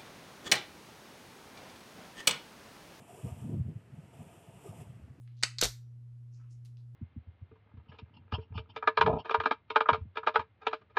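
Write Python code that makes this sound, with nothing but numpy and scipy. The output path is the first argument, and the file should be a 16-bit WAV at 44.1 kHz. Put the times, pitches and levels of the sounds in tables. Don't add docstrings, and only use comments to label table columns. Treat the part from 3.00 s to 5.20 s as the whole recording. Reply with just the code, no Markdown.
import sys
import numpy as np
from scipy import signal
from scipy.fft import rfft, irfft
from scipy.io import wavfile

SR = 44100
rng = np.random.default_rng(int(sys.argv[2]) if len(sys.argv) > 2 else 0)


def store_pcm(level_fs):
    pcm = np.round(np.clip(level_fs, -1, 1) * 32767).astype(np.int16)
    wavfile.write(sys.argv[1], SR, np.atleast_2d(pcm).T)


N = 97020
T, HZ = np.arange(N) / SR, np.fft.rfftfreq(N, 1 / SR)


def amp(db):
    return 10 ** (np.asarray(db) / 20)


def unit(x):
    return x / np.sqrt(np.mean(x ** 2) + 1e-30)


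def curve(points):
    return np.interp(T, *np.transpose(points))


def noise(gain):
    return unit(irfft(rfft(rng.standard_normal(N)) * gain, N))


def coloured(points):
    hz, db = np.transpose(points)
    return noise(amp(np.interp(np.log(HZ + 1), np.log(hz), db)))


def flicker(depth_db, rate_hz):
    waver = noise((HZ > 2) / (1 + (HZ / rate_hz) ** 2))
    return unit(amp(depth_db * waver))


def steadied(x, strength=.85, smoothing_s=.018):
    window = np.hanning(int(2 * smoothing_s * SR))
    power = signal.fftconvolve(abs(signal.hilbert(x)) ** 2, window / window.sum(), "same")
    return unit(x / (abs(power) + 1e-6) ** (strength / 2))


def swell(at, length, db):
    return amp(db) * np.exp(-2 * ((T - at) / length) ** 2)


def resonance(hz, half_width):
    return noise(1 / (1 + ((HZ - hz) / half_width) ** 2))


def turbulent_rumble():
    # f/Hz, relative level/dB
    spectrum = [(20, -6), (38, -22), (50, -12.5), (65, -10), (90, -3.5), (125, 2.5), (170, -6.5),
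                (235, -10), (300, -21), (450, -31.5), (800, -51), (2000, -71.5)]
    # t/s, level/dB
    gusts = [(0, -58.5), (.07, -70), (.14, -55), (.225, -65), (.25, -45), (.31, -50.5), (.425, -47),
             (.45, -40.5), (.5, -36.5), (.6, -34), (.635, -42.5), (.71, -40), (.74, -57), (.81, -57),
             (.9, -59.5), (.98, -57.5), (1.08, -59.5), (1.22, -56), (1.43, -66), (1.55, -55), (1.64, -59),
             (1.72, -51.5), (1.8, -55.5), (1.85, -55.5), (2.08, -58), (2.2, -63.5)]
    return steadied(coloured(spectrum)) * amp(curve(gusts)) * flicker(depth_db=3, rate_hz=40)


def skimming_air():
    # t/s, level/dB
    flow = [(0, -67.5), (.07, -68), (.088, -64), (.19, -61.5), (.235, -62.5), (.28, -60), (.335, -66),
            (.39, -64), (.5, -70), (.64, -80.5), (.9, -81.5), (.96, -77), (1.12, -75), (1.138, -69.5),
            (1.35, -68), (1.52, -70.5), (1.61, -67.5), (1.675, -60.5), (1.72, -67.5), (1.82, -61.5),
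            (1.845, -72), (1.96, -78), (2.1, -85.5), (2.2, -89.5)]
    # f/Hz, relative level/dB
    hiss_spectrum = [(500, -30), (2500, -18), (4200, -18.5), (4700, -11.5), (5400, -6.5), (6100, -9),
                     (6650, -8.5), (7150, -1), (8400, 0.5), (9200, -2), (10000, -5), (13000, -6.5)]
    # f/Hz, relative level/dB
    rush_spectrum = [(100, -6.5), (300, 7), (420, 8), (550, 6.5), (800, 2.5), (1100, -3), (1500, -6.5),
                     (2200, -4.5), (2600, 1.5), (3000, -1), (3400, -6), (3900, -15.5), (4300, -24),
                     (7000, -22.5)]
    # f/Hz, half-width/Hz, level/dB at the reference flow
    cavities = [(397, 84, -67.5), (671.4, 68, -66), (917, 106, -70.5), (1215, 77, -76.5)]
    reference_db, rush_slope, ring_slope = -68, 0.62, 0.82
    flow_db = curve(flow)
    excess_db = flow_db - reference_db
    hiss = coloured(hiss_spectrum) * amp(flow_db - 0.5) * flicker(depth_db=1, rate_hz=240)
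    rush = coloured(rush_spectrum) * amp(-65 + rush_slope * excess_db)
    rush *= flicker(depth_db=0.5, rate_hz=37)
    ring = sum(amp(db) * resonance(hz, half_width) * flicker(depth_db=2.5, rate_hz=11)
               for hz, half_width, db in cavities)
    return hiss + rush + ring * amp(ring_slope * excess_db)


def foliage():
    # f/Hz, relative level/dB
    spectrum = [(30, -24.5), (100, 14), (300, 6), (500, 1.5), (900, -6.5), (1400, -6), (2000, -7.5),
                (2800, -15.5), (3400, -23.5), (4200, -20), (8000, -26), (13000, -31.5)]
    # t/s, level/dB
    drift = [(0, -63), (.4, -64.5), (.75, -65.5), (1.02, -62), (1.5, -64.5), (1.9, -64), (2.2, -65)]
    return coloured(spectrum) * amp(curve(drift))


def eddy_thumps(spread_octaves=0.42):
    # t/s, duration/s, level/dB, centre f/Hz
    eddies = [(0.022, 0.011, -55.5, 220), (.247, 0.015, -34.5, 153), (0.268, 0.017, -39.5, 121),
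              (0.329, 0.017, -36.5, 114), (0.451, 0.017, -39.5, 165), (0.56, 0.022, -36, 172),
              (0.611, 0.019, -29, 106), (0.662, 0.037, -36, 115), (0.767, 0.015, -37, 117.4),
              (0.937, 0.016, -46.5, 133), (0.988, 0.027, -44, 123), (1.042, 0.009, -48, 125),
              (1.209, 0.023, -43, 148), (1.49, 0.0091, -51.5, 122), (1.58, 0.021, -56.5, 143),
              (1.702, 0.013, -42.5, 128), (1.807, 0.034, -45, 106), (1.875, 0.011, -43.5, 104),
              (1.91, 0.031, -45.5, 109.5), (1.968, 0.025, -49, 110), (2.038, 0.023, -47.5, 87),
              (2.109, 0.025, -47.5, 102), (2.187, 0.0083, -56.5, 230)]
    thumps = np.zeros(N)
    for at, length, db, hz in eddies:
        band = np.exp(-.5 * (np.log2((HZ + 1) / hz) / spread_octaves) ** 2)
        thumps += swell(at, length, db) * steadied(noise(band))
    return thumps


def cavity_hoots():
    # t/s, duration/s, level/dB, f/Hz
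    hoots = [(0.104, 0.029, -54.5, 710), (0.155, 0.014, -51.5, 700), (.19, 0.041, -58, 430),
             (0.263, 0.028, -53, 472), (0.325, 0.024, -57.5, 647), (0.445, 0.0095, -54.5, 668),
             (1.145, 0.03, -59.5, 690), (1.208, 0.014, -57, 680), (1.309, 0.01, -57.5, 673),
             (1.666, 0.021, -48, 391), (1.732, 0.011, -53.5, 696)]
    return sum(swell(at, length, db) * steadied(resonance(hz, half_width=42))
               for at, length, db, hz in hoots)


def tearing_gust():
    # f/Hz, relative level/dB
    spectrum = [(60, -39), (150, 2.5), (230, 1.5), (340, -10.5), (450, -15), (600, -26.5), (1000, -40),
                (3000, -63)]
    # t/s, duration/s, level/dB
    bursts = [(0.489, 0.053, -41.5), (0.543, 0.034, -40.5), (0.72, 0.036, -53.5)]
    return steadied(coloured(spectrum)) * sum(swell(*burst) for burst in bursts)


def scene():
    buffeting = turbulent_rumble() + eddy_thumps() + tearing_gust()
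    return (buffeting + skimming_air() + cavity_hoots() + foliage())[None]


def record(dry):
    low_cut_hz, high_cut_hz = 69.7, 13055
    hz = np.fft.rfftfreq(2 * N, 1 / SR)
    bass_attenuation = np.sqrt(1 + (low_cut_hz / (hz + 1)) ** 8)
    thinned = irfft(rfft(dry, 2 * N) / bass_attenuation)[:, :N]
    low_pass = signal.firwin(1023, high_cut_hz, window=("kaiser", 8), fs=SR)
    return signal.oaconvolve(thinned, low_pass[None], "same")


dry = scene()
out = record(dry)
store_pcm(out)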